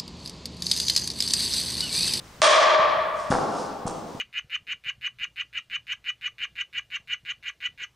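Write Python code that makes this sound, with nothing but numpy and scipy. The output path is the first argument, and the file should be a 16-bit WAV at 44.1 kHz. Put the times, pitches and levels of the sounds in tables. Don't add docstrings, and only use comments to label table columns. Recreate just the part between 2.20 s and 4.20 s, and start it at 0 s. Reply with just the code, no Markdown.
import sys
import numpy as np
from scipy import signal
from scipy.fft import rfft, irfft
from scipy.io import wavfile
from scipy.ndimage import uniform_filter1d

SR = 44100
rng = np.random.default_rng(int(sys.argv[2]) if len(sys.argv) > 2 else 0)


def boost(x):
    u = np.asarray(x, float) / 20
    return 10 ** u


def dump_mix(stems):
    frames = np.atleast_2d(stems).T
    limited = np.clip(frames, -1, 1)
    pcm = np.round(limited * 32767).astype(np.int16)
    wavfile.write(sys.argv[1], SR, pcm)


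N = 88200


def evened(x):
    return x / np.sqrt(np.mean(x ** 2) + 1e-20)


def read(points, hz):
    f, value = np.transpose(points)
    return np.interp(np.log(hz + 1), np.log(f + 1), value)


def add(mix, s, sound):
    part = mix[round(s * SR):][:len(sound)]
    part += sound[:len(part)]


def causal(gain):
    cepstrum = irfft(np.log(gain))
    cepstrum[1:2048] *= 2
    cepstrum[2049:] = 0
    return irfft(np.exp(rfft(cepstrum)))


def colour(x, table):
    gain = boost(read(table, np.fft.rfftfreq(4096, 1 / SR)))
    return signal.oaconvolve(x, causal(gain))[:len(x)]


def pair(same, gain):
    hz = np.fft.rfftfreq(512, 1 / SR)[:, None]
    t = np.arange(N // 128 + 5) * 128 / SR
    a, b, c, d = rng.standard_normal((len(t), len(hz), 4)).T
    share = np.clip(read(same, hz), -1, 1)
    mid = np.sqrt(1 + share) * (a + 1j * b)
    side = np.sqrt(1 - share) * (c + 1j * d)
    spectra = np.array([mid + side, mid - side]) * gain(hz, t)
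    return signal.istft(spectra, nperseg=512, noverlap=384)[1][:, :N]


# frequency in Hz, width in Hz, level in dB.
BARREL_MODES = [(626.8, 43.4, 2.5), (1156, 37, -2.5), (1134, 113, -4.5), (1750, 350, -14.5),
                (2360, 160, -16.5), (3310, 220, -16.5), (5600, 280, -26), (9000, 340, -26)]
# frequency in Hz, gain in dB.
BARREL_RADIATION = [(150, -3.5), (450, -2), (580, -2.5), (9500, 3)]
# frequency in Hz, level in dB.
CRACK_BROADBAND = [(150, -49), (330, -26.5), (520, -23), (900, -13.5), (1500, -23.5), (4000, -18.5),
                   (7000, -24.5), (10000, -34)]
CRACK_S, CRACK_DB = 0.2176, -2
SMEAR_S = 0.0024


def bat():
    hz = np.fft.rfftfreq(4096, 1 / SR)
    modes = sum(boost(2 * db) / (1 + (1.01 * (hz - f) / width) ** 2) ** 2 for f, width, db in BARREL_MODES)
    modes = modes * boost(2 * read(BARREL_RADIATION, hz))
    blow = causal(np.sqrt(modes + boost(2 * read(CRACK_BROADBAND, hz))))
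    lag_s = SMEAR_S * np.interp(hz, np.linspace(0, SR / 2, 40), rng.random(40))
    phase = 2 * np.pi * np.cumsum(lag_s) * hz[1]
    blow = irfft(rfft(blow) * np.exp(-1j * phase))
    out = np.zeros(N)
    add(out, CRACK_S, blow / abs(blow).max())
    return boost(CRACK_DB) * out


def bumps(rows, turns):
    out = np.zeros(N)
    for s, db, hz, *sign in rows:
        u = np.arange(0, turns / hz, 1 / SR) * hz
        bell = np.sin(np.pi * u / turns) ** 2
        add(out, s, boost(db) * np.prod(sign) * bell * np.cos(2 * np.pi * (u - turns / 2)))
    return out


# start in seconds, level in dB, pitch in Hz, signed scale.
SKIN_SLAPS = [(1.110, -23, 740, 1), (1.1175, -5.5, 985, -0.61), (1.1248, -6, 880, -0.75),
              (1.139, -15, 1110, -1.17), (1.147, -19, 870, -1.28), (1.152, -11, 1020, 0.81),
              (1.1615, -16, 800, -1.04), (1.186, -10, 870, 0.51), (1.660, -10, 800, 0.096),
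              (1.667, -23.5, 700, 0.52), (1.6695, -20.5, 583, 0.78), (1.6755, -30, 800, -0.36)]
SLAP_TURNS = 1.36
CORE_HZ, CORE_DECAY_S, CORE_DB = 787, 0.0017, -33.5


def slaps():
    t = np.arange(0, 0.03, 1 / SR)
    smack = bumps(SKIN_SLAPS, SLAP_TURNS)
    ring = np.exp(-t / CORE_DECAY_S) * np.cos(2 * np.pi * CORE_HZ * t)
    return smack + boost(CORE_DB) * signal.oaconvolve(smack, ring)[:N]


# start in seconds, level in dB, pitch in Hz.
FLOOR_THUDS = [
    (.198, -36.5, 150),
    (.592, -32, 141),
    (.768, -40, 135),
    (1.1022, -15.5, 184),
    (1.6518, -21.5, 186),
    (1.945, -31.5, 157.4),
]
THUD_TURNS = 1.73


def thuds():
    return bumps(FLOOR_THUDS, THUD_TURNS)


# start in seconds, fall in seconds, level in dB.
BALL_CLATTERS = [
    (1.11, 0.048, -19.5),
    (1.664, 0.036, -24),
]
KNOCK_PITCHES_HZ = (482, 800, 1130)
KNOCKS_PER_S = 700


def clatter():
    t = np.arange(N) / SR
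    swell = sum(boost(db) * (t > s) * np.exp(-abs(t - s) / fall) for s, fall, db in BALL_CLATTERS)
    u = np.arange(0, 0.008, 1 / SR)
    hits = rng.standard_normal((N, 3)) * (rng.random((N, 3)) < KNOCKS_PER_S / SR / 3)
    out = np.zeros(N)
    for k, hz in enumerate(KNOCK_PITCHES_HZ):
        knock = np.sin(2 * np.pi * hz * u) * np.exp(-u * hz / 0.75)
        out += signal.oaconvolve(swell * hits[:, k], knock)[:N]
    return out


# start in seconds, rise in seconds, fall in seconds, level in dB.
NET_SWISHES = [
    (.0, 0.045, 0.6, -57),
    (0.901, 0.1, 0.16, -47.5),
    (1.1, 0.011, .12, -35.5),
    (1.18, 0.22, 0.13, -43.5),
    (1.658, 0.016, .05, -41),
    (1.72, 0.18, 0.72, -55.5),
]
# frequency in Hz, density in dB per Hz.
RUSTLE_COLOUR = [(900, -47.5), (2300, -13), (5400, -6), (8500, -13.5), (10500, -14.5), (16000, -10.5)]
# start in seconds, level in dB.
CORD_SNAPS = [(1.1028, -33), (1.110, -38), (1.1193, -46), (1.123, -34), (1.6668, -33), (1.673, -50),
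              (1.675, -34), (1.68, -29), (1.688, -40), (1.697, -33), (1.709, -47), (1.712, -37)]
# frequency in Hz, gain in dB.
CORD_SNAP_COLOUR = [(1500, -35.5), (3500, -17), (5000, 5.5), (8000, 7.5), (10500, 0)]
SNAP_DECAY_S = 0.0014
GRAINS_PER_S, GRAIN_SPREAD_DB = 6000, 2


def net():
    t = np.arange(N) / SR
    swing = np.zeros(N)
    for s, rise, fall, db in NET_SWISHES:
        attack = np.clip((t - s) / rise, 0, 1) ** 2
        swing += boost(db) * attack * np.exp(-np.maximum(t - s - rise, 0) * 1.86 / fall)
    snaps = sum(boost(db) * (t > s) * np.exp(-abs(t - s) / SNAP_DECAY_S) for s, db in CORD_SNAPS)
    grains = boost(GRAIN_SPREAD_DB * np.minimum(rng.exponential(1, N), 3)) * (rng.random(N) < GRAINS_PER_S / SR)
    friction = grains * rng.choice([-1, 1], N) + 0.5 * rng.standard_normal(N)
    rustle = swing * evened(colour(friction, RUSTLE_COLOUR))
    return rustle + snaps * evened(colour(rng.standard_normal(N), CORD_SNAP_COLOUR))


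# delay in seconds, level in dB.
WALL_ECHOES = [(.0035, -7), (.0088, -4), (.0165, -8), (.0232, -5), (.0278, -5), (.034, -10), (.047, -10)]
# frequency in Hz, t60 in seconds.
HALL_T60 = [(100, 0.53), (300, 2.16), (640, 1.917), (1200, 1.98), (2500, 1.42), (5000, 0.95), (9000, 0.52),
            (14000, 0.55)]
# frequency in Hz, left-right likeness.
HALL_LIKENESS = [(60, 0.57), (180, 0.94), (550, 0.7), (1650, 0.66), (4970, 0.94), (15000, 0.42)]
# frequency in Hz, depth in dB.
FLUTTER_DEPTH = [(500, .5), (2000, 0.5), (8000, 1)]
FLUTTER_S, FLUTTER_FADE_S = 0.1043, 0.44
BUILD_S, SCATTER_S = 0.021, 0.0008
CRACK_WET_DB, FLOOR_WET_DB, NET_WET_DB = 12.5, -1, -4


def hall(x, wet_db, tint):
    def decay(hz, t):
        flutter = np.cos(2 * np.pi * t / FLUTTER_S) * np.exp(-t / FLUTTER_FADE_S)
        return boost(read(tint, hz) - 60 * t / read(HALL_T60, hz) + read(FLUTTER_DEPTH, hz) * flutter)

    tail = pair(HALL_LIKENESS, decay)
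    tail *= 1 - np.exp(-np.arange(N) / SR / BUILD_S)
    room = boost(wet_db) * tail / np.linalg.norm(tail[0])
    room[:, 0] = 1
    fade = np.exp(-np.arange(200) / SR / SCATTER_S)
    for delay, db in WALL_ECHOES:
        blur = (rng.standard_normal(200) + 0.5 * rng.standard_normal((2, 200))) * fade
        echo = boost(db + wet_db - CRACK_WET_DB) * blur / np.linalg.norm(blur[0])
        room[:, round(delay * SR):][:, :200] += echo
    return signal.fftconvolve(x[None], room, axes=1)[:, :N]


# frequency in Hz, density in dB per Hz.
AIR_COLOUR = [(12, -35), (20, 1.5), (111, -6.5), (208, -12), (1130, -14.5), (1750, -18.5), (2050, -20.5),
              (10000, -32.5), (13000, -65), (22000, -120)]
# frequency in Hz, left-right likeness.
AIR_LIKENESS = [(60, 1.0), (240, 1), (950, 0.71), (3770, 0.5), (15000, 0.4)]
AIR_DB = -50.5


def air():
    return boost(AIR_DB) * evened(pair(AIR_LIKENESS, lambda hz, t: boost(read(AIR_COLOUR[:-1], hz) + 0 * t)))


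# frequency in Hz, gain in dB.
FLOOR_TINT = [(60, -16.5), (200, -2), (320, 1), (700, -0.5), (1300, -1), (1800, -10), (3000, 2)]


def scene():
    flat = [(1, 0), (2, 0)]
    floor = slaps() + clatter() - thuds()
    quiet = air()
    crack_in_hall = hall(bat(), CRACK_WET_DB, flat)
    floor_in_hall = hall(floor, FLOOR_WET_DB, FLOOR_TINT)
    net_in_hall = hall(net(), NET_WET_DB, flat)
    return crack_in_hall + floor_in_hall + net_in_hall + quiet


# frequency in Hz, density in dB per Hz.
HISS_COLOUR = [(3000, -20), (9000, -17), (12000, 4), (14000, -4), (15500, 4), (15850, -17), (15950, -63)]
# frequency in Hz, left-right likeness.
HISS_LIKENESS = [(8000, .3), (11000, -.3), (13500, 0.22), (15000, .8)]
HISS_DB = -67


def hiss():
    return boost(HISS_DB) * evened(pair(HISS_LIKENESS, lambda hz, t: boost(read(HISS_COLOUR, hz) + 0 * t)))


LIMIT_DB, SQUEEZE, RECOVER_DB_PER_S = -17, 0.72, 124


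def limiter(x):
    power_db = 10 * np.log10(abs(uniform_filter1d((x ** 2).mean(0), size=300)) + 1e-12)
    fall = np.arange(N) * RECOVER_DB_PER_S / SR
    held_db = np.maximum.accumulate(power_db + fall) - fall
    over_db = np.maximum(held_db - LIMIT_DB, 0)
    return np.tanh(x / boost(SQUEEZE * uniform_filter1d(over_db, size=120)))


def top_cut(x):
    return signal.sosfilt(signal.butter(12, 16810, fs=SR, output="sos"), x)


# frequency in Hz, gain in dB.
MIC_RESPONSE = [(9000, 2), (10300, -0.5), (11300, -14), (12200, -51), (16000, -54)]
# frequency in Hz, left minus right in dB.
MIC_LEAN = [(60, 1), (240, 0.3), (950, 2.2), (2500, 0), (9000, -0.9)]
EDGE_HZ = 15890


def record(dry):
    hz = np.fft.rfftfreq(N, 1 / SR)
    lean = read(MIC_LEAN, hz) / 2
    response = boost(np.array([lean, -lean]) + read(MIC_RESPONSE, hz))
    x = limiter(irfft(rfft(dry) * response, N) + hiss())
    mix = irfft(rfft(x) * (hz < EDGE_HZ), N)
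    return top_cut(mix)


dry = scene()
out = record(dry)
dump_mix(out)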